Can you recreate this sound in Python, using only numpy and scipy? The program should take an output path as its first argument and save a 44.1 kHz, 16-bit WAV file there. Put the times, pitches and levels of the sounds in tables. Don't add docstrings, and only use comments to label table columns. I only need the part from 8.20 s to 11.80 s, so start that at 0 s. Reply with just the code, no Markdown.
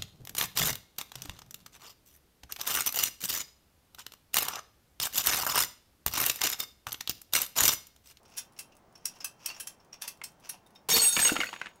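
import sys
import numpy as np
from scipy import signal
from scipy.fft import rfft, irfft, next_fast_len
from scipy.io import wavfile
from scipy.ndimage import uniform_filter1d, minimum_filter1d, map_coordinates

SR = 44100
rng = np.random.default_rng(int(sys.argv[2]) if len(sys.argv) > 2 else 0)


def file_out(sig):
    cols = np.atleast_2d(sig).T
    lim = np.clip(cols, -1, 1)
    pcm = np.round(lim * 32767).astype(np.int16)
    wavfile.write(sys.argv[1], SR, pcm)


N = 158760
TOP_HZ = 15750
LINK_SCATTER_DB = 2.5

# t/s at the end of the rise, level/dB, rise/s
CLICKS = [(0.184, -30, 0.022), (0.392, -32, 0.0046), (.857, -29.5, 0.007), (1.046, -28, 0.004),
          (1.261, -29.5, 0.0037), (1.402, -30.5, 0.0053), (1.474, -33, 0.0057), (1.822, -32, 0.0098),
          (1.88, -30.5, 0.006), (2.04, -32.5, 0.005), (2.295, -32, 0.0061), (2.889, -27.5, 0.0044),
          (2.926, -30, .003), (3.076, -30.5, .003)]
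# f/Hz, level/dB
CLICK_COLOUR = [(300, -27), (900, -7.5), (1600, -7), (4500, -3.5), (5600, 0), (7200, -2.5), (10300, 2),
                (13000, -6.5), (15800, -2.5)]
# t/s, level/dB, t60/s, f/Hz
CREAKS = [(0.053, -52.5, 0.05, 5600), (0.365, -50.5, 0.051, 5400), (0.519, -56.5, 0.063, 2700),
          (0.755, -45.5, 0.025, 5440), (1.002, -44.5, 0.11, 5200), (1.287, -38, 0.052, 4520),
          (1.299, -39.5, 0.078, 2760), (1.345, -47.5, 0.1, 5540), (1.361, -50, 0.057, 6900),
          (1.599, -53.5, 0.043, 5420), (1.727, -40.5, 0.042, 5600), (1.737, -49.5, 0.065, 2560),
          (1.838, -45.5, 0.081, 899), (2.334, -49.5, 0.11, 804), (2.555, -52, 0.059, 5400)]
# f/Hz, level/dB
CREAK_COLOUR = [(300, -11), (900, 7.5), (2000, 0.5), (2700, 8), (4000, -4), (5600, 9), (8000, -8),
                (15000, -11)]
# f/Hz, level/dB
CRACK_COLOUR = [(60, -16), (250, -1.5), (800, 2), (1500, 6), (2900, 5.5), (4000, -6.5), (6000, -10.5),
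                (9000, -18), (15000, -39)]


def amp(db):
    return 10 ** (np.asarray(db) / 20)


def unit(x):
    return x / np.sqrt(np.mean(x ** 2) + 1e-20)


def along(points, hz):
    f, v = np.transpose(points)
    return np.interp(np.log(hz + 1), np.log(f + 1), v)


def filtered(x, response):
    m = next_fast_len(len(x) + SR // 2)
    return irfft(rfft(x, m) * response(np.fft.rfftfreq(m, 1 / SR)), m)[:len(x)]


def noise(colour):
    return unit(filtered(rng.standard_normal(N), lambda hz: amp(along(colour, hz))))


def sine(hz, t):
    return np.sin(2 * np.pi * hz * t)


def fade(t, t60):
    return np.exp(-np.log(1000) * np.maximum(t, 0) / t60)


def add(out, s, sound):
    part = out[max(round(s * SR), 0):][:len(sound)]
    part += sound[:len(part)]


def excerpt(x, s, length):
    return np.roll(x, -round(s * SR))[:length]


def seconds():
    return np.arange(SR // 2) / SR


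def wobble(per_s):
    return map_coordinates(rng.standard_normal(size=1024), [np.arange(N) * per_s / SR], mode="wrap")


def contacts(per_s, spread_db, t60):
    sizes = amp(spread_db * np.clip(rng.standard_normal(N), -2, 2))
    hits = (rng.random(N) < per_s / SR) * sizes
    power = signal.fftconvolve(hits ** 2, fade(seconds(), t60) ** 2)[:N]
    return unit(np.sqrt(np.abs(power)))


def air():
    # f/Hz, level/dB
    air_colour = [(25, -6), (60, -4), (170, 0), (450, -5), (900, -4), (1350, -11), (2000, -18), (4000, -26),
                  (5500, -24), (8000, -30), (13000, -34), (15800, -26)]
    return amp(-62.5) * noise(air_colour)


def yard(x):
    # f/Hz, t60/s
    yard_decay = [(150, 0.33), (1500, 0.18), (4000, 0.16), (12000, 0.09)]
    hz, t, z = signal.stft(rng.standard_normal(SR // 2), SR, nperseg=256)
    decay = fade(t, along(yard_decay, hz)[:, None])
    tail = signal.istft(z * decay, SR, nperseg=256)[1]
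    return signal.fftconvolve(x, np.pad(tail, (SR // 200, 0)) / np.linalg.norm(tail))[:N]


def scrapes():
    # t/s at the peak, level/dB, half length/s
    swells = [(0.157, -59.5, 0.065), (0.945, -62.5, 0.12), (1.253, -56, 0.047), (1.357, -56.5, 0.067),
              (1.843, -49.5, 0.026), (2.261, -54, 0.029)]
    now = np.arange(N) / SR
    swell = sum(amp(db) * np.exp(-((now - s) / length) ** 2) for s, db, length in swells)
    return swell * noise(CREAK_COLOUR) * contacts(per_s=300, spread_db=2, t60=0.037)


def creaks():
    width_hz, tone_db, grit_db = 250, 1, -2
    ticks_per_s, tick_t60 = 17, 0.021
    t, rasp, tone, ticks = seconds(), np.zeros(N), np.zeros(N), np.zeros(N)
    narrow = unit(filtered(rng.standard_normal(N), lambda hz: 1 / (1 + (2 * hz / width_hz) ** 2)))
    for s, db, t60, hz in CREAKS:
        shape = amp(db) * np.minimum(t / 0.0073, 1) * fade(t - .003, t60)
        add(rasp, s - .002, shape)
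        add(tone, s - .002, shape * sine(hz, t))
    for when, size in rng.random((int(ticks_per_s * N / SR), 2)):
        tick_db = -59.5 - 1.5 * (2 * size - 1.5)
        add(ticks, when * N / SR, amp(tick_db) * fade(t, tick_t60))
    grit = rasp * noise(CREAK_COLOUR) * contacts(per_s=600, spread_db=1, t60=0.0082)
    return amp(tone_db) * tone * narrow + amp(grit_db) * grit + ticks * noise(CLICK_COLOUR)


def taut_chain():
    # f/Hz, level/dB relative to the blow, before scatter
    taut_modes = [(2720, -36), (3145, -33), (4110, -33), (5290, -37), (5750, -38), (6610, -33)]
    ring_t60, creak_db = 0.39, 3.5
    t, out = seconds(), np.zeros(N)
    blows = [row[:2] for row in CLICKS] + [(s, db + creak_db) for s, db, *_ in CREAKS]
    for s, db in blows:
        for hz, level in taut_modes:
            scattered = db + level + LINK_SCATTER_DB * rng.standard_normal()
            add(out, s, amp(scattered) * fade(t, ring_t60) * sine(hz, t))
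    return out


def chain():
    # f/Hz, width/Hz, level/dB before scatter
    shared = [(1634, 170, 2), (2640, 96, 8), (5330, 140, 0), (5666, 125, 9), (9860, 92, 3.5),
              (11900, 110, 7)]
    click_t60, link_t60, link_db = 0.041, 0.17, -14.5
    own_modes, own_range_hz, own_width_hz, own_db = 14, (3002, 13520), 55, 5.5
    t, out = seconds(), np.zeros(N)
    grit = noise(CLICK_COLOUR) * contacts(per_s=1900, spread_db=3.0, t60=0.011)
    for s, db, rise in CLICKS:
        decay = np.hypot(fade(t - rise, click_t60), amp(link_db) * fade(t - rise, link_t60))
        shape = amp(db - 2.5) * np.minimum(t / rise, 1) ** 2 * decay
        own = [(hz, own_width_hz, own_db) for hz in rng.uniform(*own_range_hz, size=own_modes)]

        def body(f):
            response = 1
            for centre, width, level in shared + own:
                gain = amp(level + LINK_SCATTER_DB * rng.standard_normal())
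                response = response + gain * 1j * f * width / (centre ** 2 - f ** 2 + 1j * f * width)
            return response

        add(out, s - rise, filtered(shape * excerpt(grit, s, len(t)), body))
    return out


def bumps():
    # t/s, level/dB, f/Hz
    housing = [(2.974, -27.5, 190), (3, -28, 187), (3.1193, -14, 295), (3.191, -22.5, 300)]
    bump_t60, fuzz = 0.023, 0.2
    t, out = seconds(), np.zeros(N)
    puff = noise([(30, -25), (150, -6), (600, 7), (1500, -20), (5000, -45.5)])
    for s, db, hz in housing:
        body = sine(hz, t) + fuzz * excerpt(puff, s, len(t))
        add(out, s, amp(db) * (1 - np.exp(-t / 0.0009)) * fade(t, bump_t60) * body)
    return out


def knocks():
    # t/s, ring level/dB before a common 3.5 dB lift, ring f/Hz, crack level/dB
    strikes = [(2.0152, -34.5, 2170, -36), (2.843, -25.5, 2750, -36), (2.851, -24.5, 2750, -48),
               (2.9651, -11, 2300, -11), (2.9913, -14, 1754, -15.5), (3.027, -25, 1620, -33),
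               (3.051, -13, 2900, -16.5), (3.074, -21, 2820, -45), (3.083, -20, 2795, -45),
               (3.093, -15.5, 1476, -49), (3.098, -18, 2740, -23.5), (3.156, -30, 850, -28),
               (3.1641, -17, 1364, -20), (3.203, -12, 2200, -17), (3.213, -22.5, 2880, -31.5),
               (3.2337, -20.5, 1490, -30.5), (3.241, -25.5, 1940, -59), (3.269, -31, 2560, -60),
               (3.289, -36, 2900, -34.5), (3.329, -30.5, 925, -31), (3.338, -41, 2340, -35),
               (3.362, -46, 2230, -37), (3.4143, -30, 1550, -27.5), (3.4586, -42, 1510, -35),
               (3.468, -39, 2220, -37)]
    knock_t60, crack_t60, rise_s = 0.02, 0.028, 0.00053
    t, rings, cracks = seconds(), np.zeros(N), np.zeros(N)
    onset = 1 - np.exp(-t / rise_s)
    for s, ring_db, hz, crack_db in strikes:
        add(rings, s, amp(ring_db) * onset * fade(t, knock_t60) * sine(hz, t))
        add(cracks, s, amp(crack_db) * onset * fade(t, crack_t60))
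    return amp(3.5) * rings + cracks * noise(CRACK_COLOUR)


def hums():
    # t/s, level/dB, f/Hz, t60/s
    notes = [(2.69, -28.5, 445, 0.047), (2.735, -32, 462.4, 0.35), (3.06, -41, 487, 0.67)]
    t, out = seconds(), np.zeros(N)
    for s, db, hz, t60 in notes:
        add(out, s, amp(db) * (1 - np.exp(-t / 0.0019)) * fade(t, t60) * sine(hz, t))
    return out


def chatter():
    # t/s, level/dB
    strength_points = [(2.687, -26), (2.704, -24), (2.72, -23.5), (2.745, -25.5), (2.77, -18), (2.804, -28),
                       (2.825, -28), (2.885, -33.5), (2.915, -39.5), (2.96, -40.5), (2.988, -34),
                       (3.0, -27), (3.04, -30.5), (3.08, -28.5), (3.115, -35), (3.17, -41.5), (3.22, -38),
                       (3.32, -49), (3.47, -50), (3.6, -82)]
    # f/Hz, level/dB
    grit_colour = [(40, -10), (80, -6.5), (160, 2), (400, -1), (650, 0.5), (900, 6.5), (1500, -2.5),
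                   (3000, 6.5), (7500, 8), (11000, 1.5), (13500, 5.5), (15800, 3)]
    pings_per_s, ping_hz, spread_oct, ping_t60 = 520, 3790, 1.1, 0.04
    ping_db, ping_spread_db, grit_db, dull_db = -11, 2.1, -1.5, -0.5
    dulling_s, dulling_len_s = 3.037, 0.43
    now, start = np.arange(N) / SR, strength_points[0][0]
    strength = amp(np.interp(now, *np.transpose(strength_points))) * (now > start)
    t, pings = seconds()[:SR // 10], np.zeros(N)
    draws = rng.standard_normal((int(pings_per_s * (N / SR - start)), 3))
    for k, (late, pitch, size) in enumerate(draws):
        hz = ping_hz * 2 ** (spread_oct * pitch)
        if hz < TOP_HZ:
            ping = amp(ping_db + ping_spread_db * size) * fade(t, ping_t60) * sine(hz, t)
            add(pings, start + (k + late) / pings_per_s, ping)
    grit = noise(grit_colour) * contacts(per_s=450, spread_db=2.5, t60=0.025)
    bright = amp(grit_db) * grit + pings
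    dull = amp(dull_db) * filtered(bright, lambda hz: amp(along(CRACK_COLOUR, hz)))
    dullness = np.clip((now - dulling_s) / dulling_len_s, 0, 1)
    return strength * ((1 - dullness) * bright + dullness * dull)


def hooks():
    # f/Hz, level/dB while they chatter, t60/s
    hook_modes = [(1434, -53, .5), (3672, -41, .75), (4426, -41, .65), (5535, -51, .3), (6565, -43, .45),
                  (6729, -38, .8), (8344, -35, .36), (10200, -40, .45), (12610, -40, .36),
                  (14840, -43, .36)]
    # t/s, f/Hz, level/dB, length of contact/s
    clangs = [(2.46, 3672, -64, 0.0082), (2.555, 3672, -50, 0.0067), (2.705, 5535, -27, .025),
              (2.706, 6565, -28, 0.042), (2.712, 3672, -28.5, 0.029), (2.72, 12610, -22, .028),
              (2.741, 4426, -23.5, 0.017), (2.76, 5535, -26.5, 0.015), (2.787, 4426, -25, .03),
              (2.815, 8344, -20.5, 0.081), (2.818, 6729, -28.5, .022), (2.819, 12610, -27.5, 0.026),
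              (2.841, 14840, -27, 0.014), (2.845, 10200, -33, 0.061), (2.886, 3672, -32.5, 0.027),
              (2.926, 6565, -23.5, 0.0089), (3.0, 6565, -27.5, 0.0077), (3.015, 8344, -23.5, 0.062),
              (3.048, 6565, -18.5, 0.019), (3.07, 3672, -34, 0.024), (3.263, 4426, -48, 0.027)]
    ring_from_s, ring_until_s = 2.7, 3.062
    choke_t60, rise_s = 0.042, 0.0033
    beat_per_s, beat_db, wander_rad = 70, 3, .4
    drift_hz, drift_per_s = 11, 25
    now, out = np.arange(N) / SR, np.zeros(N)

    def held(start, end, t60):
        return np.clip((now - start) / rise_s, 0, 1) * fade(now - end, t60)

    def nearest(pitch):
        return min((row[0] for row in hook_modes), key=lambda hz: abs(hz - pitch))

    for hz, level, t60 in hook_modes:
        swing = amp(level) * held(ring_from_s, ring_until_s, t60)
        for s, pitch, db, length in clangs:
            if nearest(pitch) == hz:
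                swing = np.hypot(swing, amp(db) * held(s, s + length, choke_t60))
        turns = np.cumsum(hz + drift_hz * wobble(drift_per_s)) / SR
        phase = 2 * np.pi * turns + wander_rad * wobble(beat_per_s)
        out += swing * amp(beat_db * wobble(beat_per_s)) * np.sin(phase)
    return out


def scene():
    links = chain() + taut_chain() + creaks() + scrapes()
    swinging = knocks() + bumps()
    steel = hooks()
    echo = yard(amp(-7) * links + amp(-13) * swinging + amp(-14) * steel)
    return (air() + echo + links + swinging + hums() + chatter() + steel)[None]


def limited(x, top_db):
    size = int(0.0014 * SR) + 1
    needed = np.minimum(1, amp(top_db) / (np.abs(x) + 1e-9))
    return x * uniform_filter1d(minimum_filter1d(needed, size), size)


def record(dry):
    split_hz, low_limit_db, high_limit_db = 3440, -19.5, -14
    low = filtered(dry[0], lambda hz: 1 / (1 + (hz / split_hz) ** 10))
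    held = limited(low, low_limit_db) + limited(dry[0] - low, high_limit_db)
    return filtered(held, lambda hz: 1 / np.sqrt(1 + (hz / TOP_HZ) ** 200))[None]


dry = scene()
out = record(dry)
file_out(out)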